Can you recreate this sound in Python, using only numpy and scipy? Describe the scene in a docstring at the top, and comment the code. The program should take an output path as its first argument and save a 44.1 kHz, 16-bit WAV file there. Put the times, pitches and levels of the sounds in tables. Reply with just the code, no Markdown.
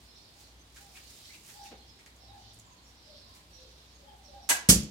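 """A homemade crossbow fires in a small walled concrete yard: impacts of latch, string and limbs
excite the modes of its stock. A fifth of a second later the arrow cracks through a paper target
and drives the low modes of the board behind it. The walls return each impact as reverberation.
Before the shot, aiming makes soft friction rustles, scuffs and clicks, while small birds chirp,
far dogs yelp and a motor revs over the low rumble of a town."""
import sys
import numpy as np
from scipy import signal
from scipy.fft import rfft, irfft, next_fast_len
from scipy.io import wavfile

SR = 44100
rng = np.random.default_rng(int(sys.argv[2]) if len(sys.argv) > 2 else 0)


def dump_mix(stems):
    """Bounce the given channels to the path in sys.argv[1] as a 16-bit WAV at rate SR."""
    frames = np.atleast_2d(stems).T  # one column per channel
    limited = np.clip(frames, -1, 1)  # hard clip at full scale
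    pcm = np.round(limited * 32767).astype(np.int16)
    wavfile.write(sys.argv[1], SR, pcm)


N = 216442
TIME = np.arange(N) / SR
ARRIVAL_S = 4.6882   # the arrow reaches the target


def from_db(db):
    """Amplitude ratio: a factor of ten for every 20 dB."""
    return 10 ** (np.asarray(db) / 20)

def unit_power(x):
    """Normalisation to a mean square of one."""
    return x / np.sqrt(np.mean(x ** 2) + 1e-20)

def at_hz(points, hz):
    """Interpolation on a logarithmic frequency axis."""
    f, value = np.transpose(points)
    return np.interp(np.log(np.maximum(hz, 1)), np.log(f), value)

def add(out, start_s, sound):
    """Superposition: a short sound sums into the mix at its onset."""
    start = max(round(start_s * SR), 0)
    out[start:start + len(sound)] += sound[:max(N - start, 0)]

def waver(size, rate):
    """Random modulation: a line through `rate` Gaussian values a second."""
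    return np.interp(TIME[:size] * rate, np.arange(size), rng.standard_normal(size))

def swells(rows, rise, rest_db):
    """Incoherent addition: triangular envelopes, rising for the share `rise`, sum in power."""
    power = from_db(rest_db) ** 2
    for peak_s, length_s, db in rows:
        corners_s = [peak_s - rise * length_s, peak_s, peak_s + (1 - rise) * length_s]
        power = power + np.interp(TIME, corners_s, [0, from_db(db), 0]) ** 2
    return np.sqrt(power)

def colour(x, spectrum, keep_power=True):
    """Minimum-phase filtering: a folded cepstrum gives the spectrum a causal response."""
    size = 2 * next_fast_len(N * 2 // 3)
    gain = from_db(at_hz(spectrum, np.fft.rfftfreq(size, 1 / SR)))
    cepstrum = irfft(np.log(unit_power(gain) if keep_power else gain))
    cepstrum[1:size // 2] *= 2
    response = np.exp(rfft(cepstrum[:size // 2], size))
    return irfft(rfft(x, size) * response)[..., :N]

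def ring(force, modes):
    """Modal superposition: each mode answers an impulse with a damped sinusoid."""
    out = 0
    for hz, db, t60 in modes:
        r, w = from_db(-60 / (t60 * SR)), 2 * np.pi * hz / SR   # pole radius and angle
        mode = signal.lfilter([0, np.sin(w)], [1, -2 * r * np.cos(w), r * r], force + 1e-18)
        out = out + from_db(db) * mode
    return out

def contacts(rows, start_s=0, slips=6):
    """All-pass dispersion: micro-slips spread each contact in time and leave its spectrum flat."""
    out = np.zeros(N)
    for s, db, smear_s in rows:
        burst = signal.unit_impulse(SR // 10)
        for lag in 2 + (smear_s * SR * rng.uniform(.1, 1, slips)).astype(int):
            allpass = np.r_[.5, np.zeros(lag), 1]
            burst = signal.lfilter(allpass, allpass[::-1], burst)
        add(out, start_s + s, from_db(db) * burst)
    return out

# Left-right coherence of sound from all around: frequency_hz, correlation
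FIELD_COHERENCE = [(60, 0.95), (130, 0.94), (290, 0.9), (640, 0.55), (1410, -0.24), (3000, -0.023)]
def diffuse(size, coherence=FIELD_COHERENCE):
    """Diffuse field: white noise whose two channels agree at long wavelengths and part at short."""
    mid, side = rfft(rng.standard_normal((2, size)))
    alike = np.clip(at_hz(coherence, np.fft.rfftfreq(size, 1 / SR)), -1, 1)
    stereo = np.sqrt(1 + alike) * mid + np.sqrt(1 - alike) * side * [[1], [-1]]
    return unit_power(irfft(stereo, size))

def far_off(x, t60):
    """Multiple scattering: distant sound arrives only as decaying echoes between houses."""
    response = unit_power(diffuse(SR) * from_db(-60 * TIME[:SR] / t60)) / np.sqrt(SR)
    return signal.fftconvolve(x[None], response, axes=1)[:, :N]

# Reverberation time of the yard: frequency_hz, t60_s
YARD_DECAY = [(80, 0.35), (250, 0.46), (700, 0.43), (2000, 0.39), (4500, 0.37), (8000, 0.24), (15000, 0.2)]
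def yard(x, direct_db, early_db, early_t60, late_db, build_s, coherence=FIELD_COHERENCE):
    """Reverberation: direct sound, dense early wall reflections and a tail that decays by band."""
    size = SR // 2
    t, hz = TIME[:size], np.fft.rfftfreq(size, 1 / SR)
    field, late = rfft(diffuse(size)), 0
    for centre, t60 in YARD_DECAY:
        band = at_hz([(f, f == centre) for f, _ in YARD_DECAY], hz)   # fades into its neighbours
        late = late + irfft(field * band, size) * from_db(-60 * t / t60)
    early = diffuse(size, coherence) * from_db(-60 * t / early_t60)
    build = 1 - np.exp(-(t / build_s) ** 2)   # reflections need time to arrive
    early = from_db(early_db) * unit_power(early * build)
    late = from_db(late_db) * unit_power(late * build)
    response = (early + late) / np.sqrt(size)
    response[:, 0] += from_db(direct_db)
    return signal.fftconvolve(x[None], response, axes=1)[:, :N]

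# Spectra of open-air hiss and of town rumble: frequency_hz, relative_db
AIR_SPECTRUM = [(53, -31), (90, -3), (151, -7.5), (307, -10), (494, -14.5), (828, -14), (1360, -18),
                (2590, -18.5), (3500, -16), (4800, -18.5), (6200, -27), (10500, -33), (14200, -35),
                (15500, -61)]
RUMBLE_SPECTRUM = [(20, -35.5), (40, 3.5), (52, -11), (60, 4.5), (70, -9), (90, -9.5), (200, -45),
                   (1000, -77)]
def town(air_db=-60, rumble_db=-63, hum_db=-60, hum_hz=60.4):
    """Ambient noise: diffuse hiss and rumble, with a frequency-modulated hum."""
    air = from_db(air_db) * colour(diffuse(N), AIR_SPECTRUM)
    rumble = from_db(rumble_db) * colour(diffuse(N), RUMBLE_SPECTRUM)
    pitch_hz = hum_hz + 2 * waver(N, rate=6)
    hum = from_db(hum_db) * np.sin(2 * np.pi * np.cumsum(pitch_hz) / SR)
    return air + rumble + hum

# Strokes of a sleeve while aiming: peak_s, length_s, level_db
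SLEEVE_STROKES = [(.02, 0.36, -66.5), (.42, 0.17, -64), (.775, .06, -58.5), (.86, 0.27, -68),
                  (.975, 0.13, -62.5), (1.13, 0.091, -62), (1.19, 0.57, -61.5), (1.34, 0.34, -62.5),
                  (1.51, 0.15, -59.5), (1.555, 0.38, -62), (1.665, 0.12, -59), (2.065, 0.15, -72.5),
                  (3.365, 0.08, -62.5)]
# Spectrum of rubbing cloth: frequency_hz, relative_db
CLOTH_SPECTRUM = [(300, -6), (1200, -7), (2400, 0), (4500, 0), (8000, 2.5), (12000, -3.5), (16000, -7)]
def sleeve(level_db=-2, grain_db=5, catch_db=1.5, crease_db=-4, creases_per_s=110, walls_db=5):
    """Stick-slip friction: cloth slides and catches, creases snap, and reflections blur into hiss."""
    hiss = rng.standard_normal(N)
    slide = unit_power(hiss * from_db(grain_db * waver(N, rate=260) + catch_db * waver(N, rate=65)))
    snaps = rng.random(N) < creases_per_s / SR
    creases = unit_power(snaps * from_db(3 * rng.uniform(-2, 2.3, N)))
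    near = swells(SLEEVE_STROKES, rise=0.82, rest_db=-75) * (slide + from_db(crease_db) * creases)
    decay = np.exp(-1 / (0.023 * SR))   # reflected energy has a 23 ms time constant
    walls = np.sqrt(signal.lfilter([1 - decay], [1, -decay], near ** 2)) * diffuse(N)
    return from_db(level_db) * colour(near + from_db(walls_db) * walls, CLOTH_SPECTRUM)

def chirp(length_s, start_hz, end_hz, buzz_hz=130):
    """Frequency modulation: a linear glide with a fast random buzz."""
    u = np.linspace(0, 1, round(length_s * SR))
    pitch_hz = start_hz + (end_hz - start_hz) * u + buzz_hz * waver(len(u), rate=900)
    return np.sqrt(2) * np.sin(np.pi * u) * np.sin(2 * np.pi * np.cumsum(pitch_hz) / SR)

# Calls of the nearer birds, with one rising squeak of the stock at 1.28 s among them: start_s, start_hz,
# end_hz, level_db
BIRD_CALLS = [(.07, 5040, 5320, -59), (.17, 4500, 4160, -61), (.575, 5970, 6340, -64),
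              (1.28, 2003, 2410, -52.5), (1.775, 4150, 4230, -61), (1.80, 3450, 3260, -61),
              (1.865, 5060, 5240, -57), (2.195, 5420, 5220, -59), (2.266, 4110, 3640, -56.5),
              (2.635, 7740, 6640, -65), (2.69, 7040, 6030, -65), (2.755, 4700, 3900, -62),
              (2.81, 7600, 6500, -66), (2.835, 5300, 5900, -59), (3.52, 5860, 5490, -54.5),
              (3.92, 6780, 6320, -63.5), (4.059, 3300, 3190, -59), (4.229, 6050, 5010, -56),
              (4.25, 4500, 3910, -62), (4.324, 6040, 5180, -69), (4.404, 5980, 5030, -57)]
# Bouts of twitter from the flock: peak_s, length_s, level_db
FLOCK_BOUTS = [(.18, 0.57, -58.5), (.46, 0.25, -62), (1.08, 0.93, -59.5), (1.29, 0.27, -54.5),
               (1.64, 0.42, -54.5), (1.92, 0.49, -62.5), (2.26, 0.2, -62), (2.48, 0.4, -57.5),
               (3.18, 0.63, -56), (3.62, 0.32, -57.5), (3.8, 0.59, -60), (4.28, 0.083, -69),
               (4.44, 0.53, -61)]
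def birds(call_s=0.046, twitter_s=0.026, flock_hz=4400, spread=0.22, count=900):
    """Chorus effect: many overlapping chirps blur into twitter, and a few nearer ones stand out."""
    near, flock = np.zeros(N), np.zeros(N)
    for s, start_hz, end_hz, db in BIRD_CALLS:
        add(near, s, from_db(db) * chirp(call_s, start_hz, end_hz))
    for s, offsets in zip(rng.uniform(0, N / SR, count), rng.standard_normal((count, 2))):
        start_hz, end_hz = flock_hz * np.exp(spread * offsets)
        add(flock, s, chirp(twitter_s, start_hz, end_hz))
    bouts = swells(FLOCK_BOUTS, rise=0.48, rest_db=-82)
    return far_off(near, t60=0.34) + bouts * unit_power(far_off(flock, t60=0.44))

# Yelps of far dogs: start_s, length_s, pitch_hz, level_db
DOG_YELPS = [(0.306, 0.182, 812, -70.5), (0.763, .17, 800, -62), (1.518, 0.1653, 827.4, -50),
             (2.14, 0.17, 754, -64.5), (2.256, 0.155, 804.7, -54.5), (2.61, .15, 1043, -63.5),
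             (3.039, 0.13, 607.5, -58.5), (3.22, 0.17, 1056, -65.5), (3.529, 0.157, 522, -61),
             (3.972, 0.086, 582, -62.5), (4.028, 0.13, 838.6, -53), (4.231, .15, 588.5, -60),
             (4.289, 0.14, 791.7, -52)]
def dogs(arch=0.1278, sag=0.059, jitter=0.055, overtone_db=-20):
    """Pitch jitter makes each arching yelp hoarse; distance leaves little but the fundamental."""
    out = np.zeros(N)
    for s, length_s, hz, db in DOG_YELPS:
        u = np.linspace(0, 1, round(length_s * SR))
        contour = 1 - arch * (2 * u - 1) ** 2 - sag * (u - .5)
        pitch_hz = hz * (contour + jitter * waver(len(u), rate=260))
        phase = 2 * np.pi * np.cumsum(pitch_hz) / SR
        voice = np.sin(phase) + from_db(overtone_db) * np.sin(2 * phase)
        add(out, s, from_db(db) * np.sqrt(2) * np.sin(np.pi * u) * voice)
    return far_off(out, t60=0.57)

def touches(rows, body_db, width_hz):
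    """Resonance: each touch excites one band, which shifts with the place and the grip."""
    out = 0
    for s, db, smear_s, hz in rows:
        touch = contacts([(s, db, smear_s)])
        body = signal.lfilter(*signal.iirpeak(hz, hz / width_hz, fs=SR), touch + 1e-18)
        out = out + touch + from_db(body_db) * body
    return out

# Scuffs of a hand on the stock: start_s, level_db, smear_s, resonance_hz
HAND_SCUFFS = [(.752, -26, 0.0038, 1620), (.948, -27.5, 0.0037, 2420), (0.961, -27.5, 0.0029, 1800),
               (1.07, -35, .0015, 4460), (1.095, -43, 0.0017, 4400), (1.245, -31, 0.0031, 3940),
               (1.332, -29, 0.0032, 2570), (1.48, -30, 0.0054, 1850), (1.645, -30, 0.0034, 2580),
               (1.664, -37, 0.0035, 1860), (1.985, -33.5, 0.0027, 2020), (2.0605, -30.5, .0003, 1900),
               (3.344, -40, .0053, 2270), (3.389, -40, .0032, 1850)]
# A foot shifting on concrete: start_s, level_db, smear_s
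FOOT_SHIFTS = [(1.706, -23, 0.0037)]
# Spectra of the hand and of the foot: frequency_hz, relative_db
HAND_SPECTRUM = [(200, -35), (900, -1), (1700, 0), (2500, 3.5), (4000, 3), (8000, 2), (15000, -14)]
FOOT_SPECTRUM = [(60, -30), (200, 6), (480, 11.5), (1000, -1), (3000, -3), (10000, -37)]
def scuffs(hand_db=-4, foot_db=-1):
    """Frictional excitation: a hand sounds the stock's hollow resonances and a foot scrapes dully."""
    hand = from_db(hand_db) * colour(touches(HAND_SCUFFS, body_db=13, width_hz=360), HAND_SPECTRUM)
    foot = from_db(foot_db) * colour(contacts(FOOT_SHIFTS), FOOT_SPECTRUM)
    return yard(hand + foot, direct_db=-1.5, early_db=1.5, early_t60=0.13, late_db=-2, build_s=0.0027)

# Clicks of the stock and of the lodged arrow: start_s, level_db, smear_s, resonance_hz
LIGHT_CLICKS = [(1.478, -30, .0009, 10500), (2.0612, -40, .0002, 6460), (2.157, -40.5, .0016, 7000),
                (2.5336, -37, .0003, 9000), (2.5425, -34, .0005, 9500), (2.5875, -34, .0004, 7800),
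                (2.5965, -31.5, .0003, 6560), (4.8315, -22.5, .0005, 6600)]
# Spectrum of a click: frequency_hz, relative_db
CLICK_SPECTRUM = [(500, -39), (3200, -20), (6500, 3), (9000, -0.5), (13000, -2), (16000, -12)]
def clicks(level_db=-4):
    """Impulse excitation: brief contacts sound high, heavily damped resonances."""
    dry = from_db(level_db) * colour(touches(LIGHT_CLICKS, body_db=8, width_hz=1300), CLICK_SPECTRUM)
    return yard(dry, direct_db=-2, early_db=-3, early_t60=0.14, late_db=-8, build_s=0.0025)

# Two revs of a far motor: peak_s, length_s, level_db
MOTOR_REVS = [(2.33, 0.15, -56), (2.57, 0.42, -55.5)]
def motor(low_hz=100.6, top_hz=109, climb_hz_per_s=40.3):
    """Amplitude and frequency modulation: a rough tone swells twice, climbing from the first rev."""
    climb_hz = np.clip(low_hz + climb_hz_per_s * (TIME - MOTOR_REVS[0][0]), low_hz, top_hz)
    envelope = swells(MOTOR_REVS, rise=0.53, rest_db=-80.5) * from_db(2 * waver(N, rate=22))
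    pitch_hz = climb_hz + 4 * waver(N, rate=26)
    return envelope * np.sin(2 * np.pi * np.cumsum(pitch_hz) / SR)

# Latch, string and limbs strike in turn: start_s, snap_db, latch_db, wood_db, smear_s
RELEASE_IMPACTS = [(4.4901, 1, 6.5, -11, 0.00013), (4.4934, -2.5, 7, -18, .00005),
                   (4.4963, -2.5, 9, -20, .00005), (4.5004, 0, -15, 1.5, 0.00011),
                   (4.5056, -9.5, -17, -0.5, .0004)]
# Spectrum of the string's snap: frequency_hz, relative_db
STRING_SPECTRUM = [(60, -50), (160, -8), (280, -3.5), (550, -10), (950, 2), (1300, -2), (1800, 6.5),
                   (3000, 5.5), (5000, 2.5), (8000, 10), (11000, 5.5), (14000, -0.5), (16000, -6)]
# Clinking modes of the latch: frequency_hz, level_db, t60_s
LATCH_RESONANCES = [(6500, -49, 0.012), (6740, -31, 0.02), (8100, -33, .02), (8130, -30, 0.02),
                    (9800, -29, .012), (11350, -29, .009)]
# Woody modes of stock and limbs: frequency_hz, level_db
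STOCK_RESONANCES = [(740, -41), (860, -41), (1005, -35.5), (1120, -35), (1590, -40), (1655, -23.5),
                    (1720, -37), (2016, -29), (2300, -35.5), (2600, -34), (2910, -31)]
def crossbow(string_db=10, metal_db=5.5, stock_db=7, stock_t60=0.05, stock_low_hz=600):
    """Impact excitation: bright, then woody modes ring; the slim stock is a poor radiator of bass."""
    radiation = signal.butter(2, stock_low_hz, "high", fs=SR, output="sos")
    stock_modes = [(hz, db, stock_t60) for hz, db in STOCK_RESONANCES]
    out = 0
    for s, snap_db, latch_db, wood_db, smear_s in RELEASE_IMPACTS:
        blow = contacts([(s, 0, smear_s)])
        snap = from_db(string_db + snap_db) * colour(blow, STRING_SPECTRUM)
        clink = from_db(metal_db + latch_db) * ring(blow, LATCH_RESONANCES)
        knock = from_db(stock_db + wood_db) * signal.sosfilt(radiation, ring(blow, stock_modes))
        # each contact reaches the walls by its own paths
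        out = out + yard(snap + clink + knock, direct_db=-19.5, early_db=-9, early_t60=0.16,
                         late_db=-9, build_s=0.00078)
    return out

# Point through paper, then shaft into foam: delay_s, level_db, smear_s, direct_db
PUNCTURES = [(0, 0.15, .00003, -18.5), (.0068, -1, .0005, -12)]
# Spectrum of bursting paper and foam: frequency_hz, relative_db
CRACK_SPECTRUM = [(60, -29), (170, -4), (280, 1), (480, -8.5), (850, -16.5), (1300, -15), (2200, -11),
                  (3300, -6), (3900, -8.5), (4700, -3), (7000, 1), (9500, 0.5), (12500, -6), (16000, -18)]
# Sound from one side, in antiphase near 3 kHz: frequency_hz, correlation (clipped at -1 in use)
CRACK_COHERENCE = [(250, 0.89), (550, 0.61), (920, 0.41), (1300, 0.66), (2100, 0.053), (2900, -1.7),
                   (3800, -1.4), (4900, 0.71), (6300, -0.1), (9000, -0.16)]
def arrow_crack(level_db=19.5):
    """Rupture and friction: the point bursts the paper, then the shaft rasps into the foam."""
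    out = 0
    for delay_s, db, smear_s, direct_db in PUNCTURES:
        crack = colour(contacts([(delay_s, db, smear_s)], ARRIVAL_S), CRACK_SPECTRUM)
        out = out + yard(crack, direct_db, early_db=-4, early_t60=0.17, late_db=-9.5,
                         build_s=0.0014, coherence=CRACK_COHERENCE)
    return from_db(level_db) * out

# The arrow pushes the board, which rocks against the wall and settles: delay_s, level_db, push_s
BOARD_PUSHES = [(.0003, 0.2, 0.0011), (0.0397, -8, 0.00066), (.072, -8.5, .0013)]
# Modes of the leaning board: frequency_hz, level_db, t60_s
BOARD_RESONANCES = [(69, -15.5, 0.23), (117.6, -18.5, 0.33), (146.6, -19, .33), (173.4, -4, .08),
                    (186.2, -12, 0.21), (211.9, -13.5, 0.21), (250, -29, 0.38), (307, -22.5, 0.23),
                    (350, -23.5, 0.33), (433, -7.5, 0.031), (497, -28, 0.65), (577, -27, 0.19)]
def board_thump(level_db=-9):
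    """Momentum transfer: soft force pulses from the stopping arrow set low plate modes booming."""
    force = 0
    for delay_s, db, push_s in BOARD_PUSHES:
        push = np.exp(-((TIME - ARRIVAL_S - delay_s - push_s) / (push_s / 2)) ** 2)
        force = force + from_db(db) * push / push.sum()
    boom = from_db(level_db) * ring(force, BOARD_RESONANCES)
    return yard(boom, direct_db=0.5, early_db=-20.5, early_t60=0.17, late_db=-15.5, build_s=0.025)

def scene():
    """Linear superposition: the shot and the aiming add to the quiet sounds around the yard."""
    shot = crossbow() + arrow_crack() + board_thump()
    aiming = scuffs() + clicks() + sleeve()
    return shot + aiming + dogs() + birds() + town() + motor()

# Response difference of the two microphone ports: frequency_hz, left_minus_right_db
PORT_DIFFERENCE = [(100, 1), (1300, 0), (2200, 1), (3200, -1), (4400, -4), (5500, -7), (7000, -9),
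                   (9000, 0), (11500, 1.5), (15000, 6)]
def record(dry, low_cut_hz=47, high_cut_hz=15900, ceiling=0.9):
    """Transduction: each port colours its channel, the band is limited and peaks saturate softly."""
    left = colour(dry[0], [(hz, db / 2) for hz, db in PORT_DIFFERENCE], keep_power=False)
    right = colour(dry[1], [(hz, -db / 2) for hz, db in PORT_DIFFERENCE], keep_power=False)
    low_cut = signal.butter(6, low_cut_hz, "high", fs=SR, output="sos")
    high_cut = signal.ellip(10, .1, 80, high_cut_hz, fs=SR, output="sos")
    x = signal.sosfilt(low_cut, np.array([left, right]))
    rounded = x / (1 + (x / ceiling) ** 4) ** (1 / 4)
    return signal.sosfilt(high_cut, rounded)


dry = scene()
out = record(dry)
dump_mix(out)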